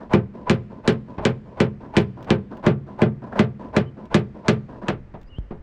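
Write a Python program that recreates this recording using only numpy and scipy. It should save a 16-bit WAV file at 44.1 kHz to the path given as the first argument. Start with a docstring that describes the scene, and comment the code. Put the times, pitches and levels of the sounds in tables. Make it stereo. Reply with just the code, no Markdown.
"""On a suburban street, a dent in a van's sheet-metal roof is knocked out from inside, a hand damping the
panel. Fourteen hammer blows each join a noise crack, a dense noise clang and a boom of decaying panel modes.
Loose filling, as in a dead-blow hammer, is a patter of clicks: a rattle on each backswing, a rush before each
blow. Light knocks (the first as the filling lands just before the second blow) and ticks fall between the
blows; two more knocks and a soft gliding bump follow them. A bird's warbling sine whistles stand in quiet air
of shaped noise, with wind swelling toward the end."""
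import sys
import numpy as np
from scipy import signal
from scipy.fft import rfft, irfft, next_fast_len
from scipy.io import wavfile
from scipy.ndimage import uniform_filter1d, minimum_filter1d

SR = 44100
rng = np.random.default_rng(int(sys.argv[2]) if len(sys.argv) > 2 else 0)


def store_wav(level_fs):
    """Save 16-bit WAV to argv[1]."""
    pcm = np.round(np.clip(np.atleast_2d(level_fs), -1, 1) * 32767)
    wavfile.write(sys.argv[1], SR, pcm.T.astype(np.int16))


N = 248062
RING = np.arange(16384) / SR  # time axis of one short sound [s]

# Hammer blows: start_s, force_db, contact_hardness_db, swing_briskness_db, panel_tension [pitch factor]
HAMMER_BLOWS = [(.135, -0.5, -7.5, 5.5, .96), (.497, -2, 6, 0, 1), (0.8766, -1.5, 7.5, -1, 1.06),
                (1.2522, -2.5, 3.5, 0, 1.045), (1.603, -2, 1, -3.5, 1.02), (1.9671, -0.5, 8, 2, 0.94),
                (2.3046, -1.5, -2.5, 3, .97), (2.6648, 1, -5, 6, 1.004), (3.0182, 0.5, -11.5, 1, 1.025),
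                (3.3929, 0, -1, 5, 1.0), (3.7652, -2, 0.5, 7, 1.0), (4.1441, -1, 7, 1, .96),
                (4.4829, -1, 7, -1, 1.02), (4.8837, -9.5, -6, 3.5, .94)]
# Scrape-like colour of rushing filling and of the light knocks' scrapes: frequency_hz, relative_level_db [per
# Hz]
RUSH_COLOUR = [(100, 14), (300, 9.5), (650, 16.5), (1000, 12.5), (1400, 3.5), (2200, -1.5), (4000, -11.5),
               (8000, -29), (15000, -103)]
# Stereo width, how unlike the two channels are: frequency_hz, side_level_db [relative to mid]
STEREO_WIDTH = [(60, -59), (200, -61), (380, -13.5), (700, -15.5), (2400, -13), (4400, -15), (9000, -25)]


def amp(db):
    """Decibels to linear gain."""
    return 10 ** (np.asarray(db) / 20)


def evened(x):
    """Scales a signal to an RMS of one."""
    return x / np.sqrt(np.mean(x ** 2) + 1e-20)


def read(points, hz):
    """Reads a table of frequency and value along a log-frequency axis."""
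    f, value = np.transpose(points)
    return np.interp(np.log(hz + 1), np.log(f), value)


def add(mix, s, sound):
    """Mixes a sound in at time s, trimming whatever falls outside."""
    at = round(s * SR)
    sound = sound[..., max(-at, 0):]
    part = mix[:, max(at, 0):][:, :sound.shape[-1]]
    part += sound[..., :part.shape[1]]


def noise(size=len(RING)):
    """Two independent channels of white noise, usually a mid and a side drive."""
    return rng.standard_normal((2, size))


def lumps(depth_db, size):
    """An uneven random gain that changes every few milliseconds."""
    wander = evened(uniform_filter1d(rng.standard_normal(size), size=300))
    return evened(amp(depth_db * wander))


def colour(x, spectrum, tilt_db=0, size=2048):
    """Causal filter of unit energy, then tilted (dB per octave) above 1 kHz; turns mid and side into left and right."""
    hz = abs(np.fft.fftfreq(size, 1 / SR))
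    octaves = np.log2(np.maximum(hz / 1000, 1))
    gain = evened(amp(read(spectrum, hz))) * amp(tilt_db * octaves)
    response = np.exp(np.conj(signal.hilbert(np.log(gain))))  # minimum phase
    side_response = response * amp(read(STEREO_WIDTH, hz))
    taps = np.fft.ifft([response, side_response]).real
    mid, side = signal.fftconvolve(x, taps, axes=1)[:, :x.shape[1]]
    return np.array([mid + side, mid - side])


def outdoors(air_db=-48, wind_hz=45, breeze_db=-57, gust_db=-37, gust_s=5.84, gust_width_s=0.79):
    """Steady suburban air is shaped noise; a light breeze rumbles at each port and swells toward a gust at the end."""
    # Air spectrum: frequency_hz, relative_level_db [per Hz]
    air_colour = [(25, -13), (60, 11), (130, 2.5), (220, -3), (400, -7), (800, -16), (2000, -21.5),
                  (3200, -35.5), (5000, -40), (9000, -52), (15000, -93.5)]
    low_band = signal.butter(2, [12, wind_hz], "band", fs=SR, output="sos")
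    rumble = signal.sosfilt(low_band, noise(N))
    swell = np.exp(-((np.arange(N) / SR - gust_s) / gust_width_s) ** 2)
    wind = amp(breeze_db) + amp(gust_db) * swell
    return amp(air_db) * colour(noise(N), air_colour) + wind * evened(rumble)


def bird(waver=0.04, late_peak=1.6, echo_db=-11, echo_t60=0.91):
    """Distant whistles that warble upward, swell late and end in a quaver, blurred by trees and house fronts."""
    # Whistled notes: start_s, length_s, starting_pitch_hz, level_db
    notes = [(3.834, 0.071, 2710, -57), (5.255, .04, 4500, -66), (5.27, 0.13, 2600, -50)]
    # climb and warble height are shares of the starting pitch
    climb_per_s, warble_hz, warble_depth = 1, 13.3, 0.093
    out = np.zeros((2, N))
    for s, length, hz, db in notes:
        t = np.arange(0, length, 1 / SR)
        way = t / length
        wander = evened(uniform_filter1d(rng.standard_normal(len(t)), size=60))
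        quaver = waver * way ** 2 * wander
        warble = warble_depth * np.sin(np.pi * warble_hz * t) ** 2
        pitch = hz * (1 + climb_per_s * t + warble + quaver)
        whistle = np.sin(2 * np.pi * np.cumsum(pitch) / SR)
        add(out, s, amp(db) * np.sin(np.pi * way ** late_peak) * whistle)
    echo = noise() * amp(-60 * RING / echo_t60)
    echo /= np.linalg.norm(echo[0])
    return out + amp(echo_db) * signal.fftconvolve(out, echo, axes=1)[:, :N]


def bump(s=5.385, db=-15, start_hz=210, end_hz=42, drop_s=0.0047, fade_s=0.021, right_db=-6):
    """A soft bump near the microphone: one low push whose pitch drops at once, quieter on the right."""
    out = np.zeros((2, N))
    pitch = end_hz + (start_hz - end_hz) * np.exp(-RING / drop_s)
    turns = np.cumsum(pitch) / SR
    envelope = np.exp(-RING / fade_s) * (1 - np.exp(-RING / 0.00058))
    add(out, s, amp([[db], [db + right_db]]) * np.cos(2 * np.pi * turns) * envelope)
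    return out


def die_away(x):
    """Each band fades at the speed of the panel's dense modes."""
    # Clang decay: frequency_hz, t60_s
    clang_decay = [(150, 0.46), (500, 0.17), (1000, 0.18), (2000, 0.16), (4000, 0.12), (8000, 0.061),
                   (14000, 0.085)]
    hz, t, z = signal.stft(x, SR, nperseg=256)
    fade = amp(-60 * t / read(clang_decay, hz)[:, None])
    return signal.istft(z * fade, SR, nperseg=256)[1][:, :x.shape[1]]


def boom(spot=0, tension=1, travel_s=0.00063, swell_s=0.013, scatter_db=1.37, detune=0.0042):
    """The panel's modes at one spot: low bending waves arrive and build up later; no two blows weight them alike."""
    # Roof panel modes: frequency_hz, first_spot_level_db, second_spot_level_db, t60_s
    panel_modes = [(85, -22.5, -24, 0.3), (96.3, -15.5, -17, 0.27), (119.2, -12, -12.5, 0.32),
                   (137.1, -19.5, -18.5, 0.43), (162.6, -4, -5.5, 0.15), (202, -17.5, -19.5, 0.41),
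                   (211.1, -7.5, -6, 0.2), (227.9, -7, -11, 0.16), (304, -11, -14.5, 0.073),
                   (343, -23, -15.5, 0.15), (356.1, -6.5, -9.5, 0.13), (417.1, -10.5, -14, 0.19),
                   (440.7, -16.5, -19, 0.23), (531.6, -16.5, -24.5, 0.19), (602.6, -24.5, -13, 0.098),
                   (700, -38, -33, 0.26), (811.4, -24.5, -25, 0.14), (908, -33, -34.5, 0.23),
                   (1034, -34, -44.5, 0.27), (1124, -21, -21.5, 0.05), (1178, -39, -33.5, 0.25),
                   (1386, -38, -33, 0.17), (1555, -29.5, -34.5, 0.17), (1727, -21.5, -20.5, 0.039),
                   (2020, -41, -29.5, 0.12), (2346, -24.5, -35.5, 0.11), (2480, -29.5, -31, 0.1),
                   (2996, -26.5, -43, 0.058), (3290, -35, -31.5, 0.09)]
    modes = np.transpose(panel_modes)[:, :, None]
    hz, db, t60 = modes[0], modes[1 + spot], modes[3]
    weight, shift, lean = rng.standard_normal((3, len(panel_modes), 1))
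    slowness = np.sqrt(200 / hz)  # one at 200 Hz, where travel_s and swell_s apply
    path_turns = 2.44 / slowness
    t = np.maximum(RING - travel_s * slowness, 0).astype(np.float32)
    build_up = 1 - np.exp(-t / (swell_s * slowness ** 2))
    envelope = np.exp(-np.log(1000) * t / t60) * build_up
    stretch = tension ** np.minimum(slowness ** 2, 1)  # tension retunes mainly the low modes
    angle = 2 * np.pi * (hz * stretch * (1 + detune * shift) * t - path_turns)
    rings = amp(db + scatter_db * weight) * envelope * np.sin(angle.astype(np.float32))
    mid = rings.sum(0)
    side = (rings * lean * amp(read(STEREO_WIDTH, hz))).sum(0)
    return np.array([mid + side, mid - side])


def light_knocks(head_hz=990, head_s=0.02, head_rise_s=0.0022, scrape_rise_s=0.0036, tick_s=0.0057):
    """Light knocks: a short scrape, a brief ring of the hammer head and a soft panel boom; the first comes as
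    the filling lands just before the second blow. Small ticks come in between."""
    # Light knocks: start_s, scrape_level_db, head_ring_db, panel_boom_db
    knocks = [(0.469, -30, -20, -50), (1.1795, -24, -45, -23), (5.138, -35, -71.5, -28),
              (5.506, -34.5, -63, -20)]
    # Small ticks: start_s, level_db
    ticks = [(2.227, -41.5), (2.245, -44), (2.57, -44), (4.0548, -48.5), (5.2132, -48), (5.23, -51.5),
             (5.385, -53)]
    # Tick spectrum: frequency_hz, relative_level_db [per Hz]
    tick_colour = [(200, 13), (2500, 4), (6000, -6.5), (11000, -29.5), (15000, -14)]
    out = np.zeros((2, N))
    head = np.sin(2 * np.pi * head_hz * RING) * np.exp(-RING / head_s) * (1 - np.exp(-RING / head_rise_s))
    soft = signal.butter(2, 700, fs=SR)  # a light knock leaves the upper modes at rest
    for s, db, head_db, panel_db in knocks:
        scrape = die_away(noise()) * (1 - np.exp(-RING / scrape_rise_s))
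        scraping = colour(scrape, RUSH_COLOUR, tilt_db=-2)
        panel = signal.lfilter(*soft, boom())
        add(out, s, amp(db) * scraping + amp(head_db) * head + amp(panel_db) * panel)
    for s, db in ticks:
        add(out, s, amp(db) * colour(noise() * np.exp(-RING / tick_s), tick_colour))
    return out


def pellets(spectrum, envelope, per_s=4000, clump_db=2.0, tilt_db=0):
    """A dense patter of tiny random collisions that come in clumps."""
    clicks = noise(N) * (rng.random(N) < per_s / SR)
    return colour(evened(clicks) * envelope * lumps(clump_db, N), spectrum, tilt_db)


def shake(db, length, rise_s=.006, sag_db=6.0, settle_s=0.019):
    """Level of one rattle: the filling lands, sags while it tumbles, and settles."""
    landing = 1 - np.exp(-RING / rise_s)
    settling = np.exp(-np.maximum(RING - length, 0) / settle_s)
    return amp(db - sag_db * RING / length) * landing * settling


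def head_ring(envelope, per_s=4000):
    """The pellets drum on the inside of the hammer head and set its modes ringing."""
    # Hammer head modes: frequency_hz, relative_level_db, t60_s
    head_modes = [(628, 0.5, 0.077), (872, -2, 0.13), (995, -1.5, 0.08), (1450, -8.5, 0.057)]
    ring = sum(amp(db - 60 * RING / t60) * np.sin(2 * np.pi * hz * RING) for hz, db, t60 in head_modes)
    ring /= np.linalg.norm(ring)
    clicks = evened(rng.standard_normal(N) * (rng.random(N) < per_s / SR))
    return signal.fftconvolve(clicks * envelope, ring[None], axes=1)[:, :N]


def filling(rattle_db=-38, hard_db=27, rush_db=-28, swell_db=13, head_db=0, rush_clump_db=1.0, rush_tilt_db=-2):
    """The filling lands at the back of the head on each backswing, and rushes forward ahead of the next blow."""
    # Filling heard through the hammer head: frequency_hz, relative_level_db [per Hz]
    rattle_colour = [(60, -83), (200, 14.5), (400, 4), (620, 3), (800, -8.5), (1000, 5), (1300, -32.5),
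                     (1800, -30), (2600, -25.5), (5000, -34.5), (9000, -51), (15000, -102)]
    # Hard shakes ring higher: frequency_hz, relative_level_db [per Hz]
    hard_colour = [(100, -33.5), (450, -9), (620, 8.5), (900, 1.5), (1250, 0), (1750, -4), (2200, -20.5),
                   (4000, -37.5), (8000, -50), (15000, -55.5)]
    # Extra jolts as the hammer is aimed: start_s, level_db
    jolts = [(0, -34), (0.052, -47), (3.317, -32), (3.352, -32.5), (4.813, -31)]
    backswing_s, rattle_s, jolt_s = 0.1984, 0.11, 0.051  # delay after a blow, then lengths
    ordinary_rush_s = 0.049
    # dB per dB of swing: a brisker swing rattles louder, and its rush is louder and shorter
    rattle_per_swing, rush_per_swing, haste_per_swing = 0.59, 0.64, .15
    rattle, rush = np.zeros((2, 1, N))
    for (last_s, *_), (_, _, _, swing_db, _) in zip(HAMMER_BLOWS, HAMMER_BLOWS[1:]):
        add(rattle, last_s + backswing_s, shake(rattle_db + rattle_per_swing * swing_db, rattle_s))
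    for s, db in jolts:
        add(rattle, s, shake(db, jolt_s))
    for s, force_db, _, swing_db, _ in HAMMER_BLOWS:
        length_s = ordinary_rush_s * amp(-haste_per_swing * swing_db)
        way = np.linspace(0, 1, round(length_s * SR))
        top_db = rush_db + force_db + rush_per_swing * swing_db
        swell = amp(top_db - swell_db * (1 - way)) * np.minimum(2 * way, 1)
        add(rush, s - len(way) / SR, swell)
    hard = amp(hard_db) * rattle ** 2  # the brightness grows faster than the level
    tumbling = pellets(rattle_colour, rattle) + pellets(hard_colour, hard)
    rushing = pellets(RUSH_COLOUR, rush, clump_db=rush_clump_db, tilt_db=rush_tilt_db)
    return tumbling + rushing + amp(head_db) * head_ring(rush)


def blows(boom_db=0, clang_db=-17, clang_rise_s=0.0011, crack_db=-6, crack_s=0.0004,
          slam_s=0.0043, slam_db=-6, likeness=0.72, chatter_db=3, bright_db=0.7):
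    """A crack at contact and another as the filling slams home, a clang much alike each time, and the boom."""
    # Dense upper panel modes: frequency_hz, relative_level_db [per Hz]
    clang_colour = [(60, -61), (250, 1.5), (500, 7.5), (950, -2), (1400, -3), (2500, -6.5), (3400, -9.5),
                    (4800, -17.5), (7500, -23), (10000, -37), (15000, -60)]
    # First contact: frequency_hz, relative_level_db [per Hz]
    crack_colour = [(100, -6.5), (500, 29), (1500, 32), (3000, 28), (5000, 15), (8000, 9), (11000, -17),
                    (15000, -39)]
    # a harder contact cracks louder (dB per dB) and brighter (dB per octave per dB)
    crack_per_hardness, tilt_per_hardness = 0.19, 0.26
    clang_per_force = 0.17  # dB per dB: the clang follows the force far less than the boom does
    second_spot_s = 2.5  # later blows land on the second spot
    out = np.zeros((2, N))
    shared = die_away(noise())
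    slam = amp(slam_db) * (RING > slam_s) * np.exp(-abs(RING - slam_s) / crack_s)
    contact = np.exp(-RING / crack_s) + slam
    spread = 1 - np.exp(-RING / clang_rise_s)  # the clang takes a moment to fill the sheet
    for s, force_db, hard_db, _, tension in HAMMER_BLOWS:
        tilt_db = bright_db + tilt_per_hardness * hard_db
        chatter = die_away(noise() * lumps(chatter_db, len(RING)))
        clang_drive = np.sqrt(likeness) * shared + np.sqrt(1 - likeness) * chatter
        clang = colour(spread * clang_drive, clang_colour, tilt_db)
        crack = colour(noise() * contact, crack_colour, tilt_db)
        panel = boom(int(s > second_spot_s), tension)
        add(out, s, amp(boom_db + force_db) * panel
            + amp(clang_db + clang_per_force * force_db) * clang
            + amp(crack_db + crack_per_hardness * hard_db) * crack)
    return out


def cabin(x, wet_db=-35, t60=1.0):
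    """The van's bare shell hums on faintly after each sound: a decaying noise tail."""
    # Shell spectrum: frequency_hz, relative_level_db [per Hz]
    shell_colour = [(60, -1.5), (130, 6.5), (210, 0), (300, -3.5), (500, -12), (1000, -19.5), (3000, -13.5),
                    (8000, -17.5), (15000, -25)]
    tail = colour(noise(SR) * amp(-60 * np.arange(SR) / SR / t60), shell_colour)
    tail /= np.linalg.norm(tail[0])
    return amp(wet_db) * signal.fftconvolve(x, tail, axes=1)[:, :N]


def ports(x):
    """Two close microphone ports: the left one hears the van later and is shaded in the treble."""
    # Lag of the left port: frequency_hz, lag_rad
    port_lag = [(60, 0), (200, .03), (380, .25), (860, .35), (1400, .5), (3900, 1.15), (6700, 1.3),
                (12000, 1.1)]
    # Balance of the ports: frequency_hz, left_minus_right_db
    port_balance = [(200, 0), (400, -.7), (1200, -1), (2800, .5), (5500, -2), (9000, -5), (14000, -2.5)]
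    size = next_fast_len(N + 4096)
    hz = np.fft.rfftfreq(size, 1 / SR)
    # each port takes half of the difference
    half = amp(read(port_balance, hz) / 2) * np.exp(-.5j * read(port_lag, hz))
    return irfft(rfft(x, size) * np.array([half, 1 / half]), size)[:, :N]


def scene():
    """The van's sounds pass through shell and ports; bump, bird and air are added directly."""
    hammering = light_knocks() + filling() + blows()
    return outdoors() + bird() + bump() + ports(hammering + cabin(hammering))


def record(dry, ceiling_db=-3, edge_hz=15600):
    """A fast limiter holds the peaks of the blows; then a low-pass limits the band."""
    gain = np.minimum(1, amp(ceiling_db) / (abs(dry).max(0) + 1e-9))
    limited = dry * uniform_filter1d(minimum_filter1d(gain, size=130), size=130)
    low_pass = signal.firwin(511, edge_hz, window=("kaiser", 9), fs=SR)
    return signal.oaconvolve(limited, low_pass[None], "same")


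dry = scene()
out = record(dry)
store_wav(out)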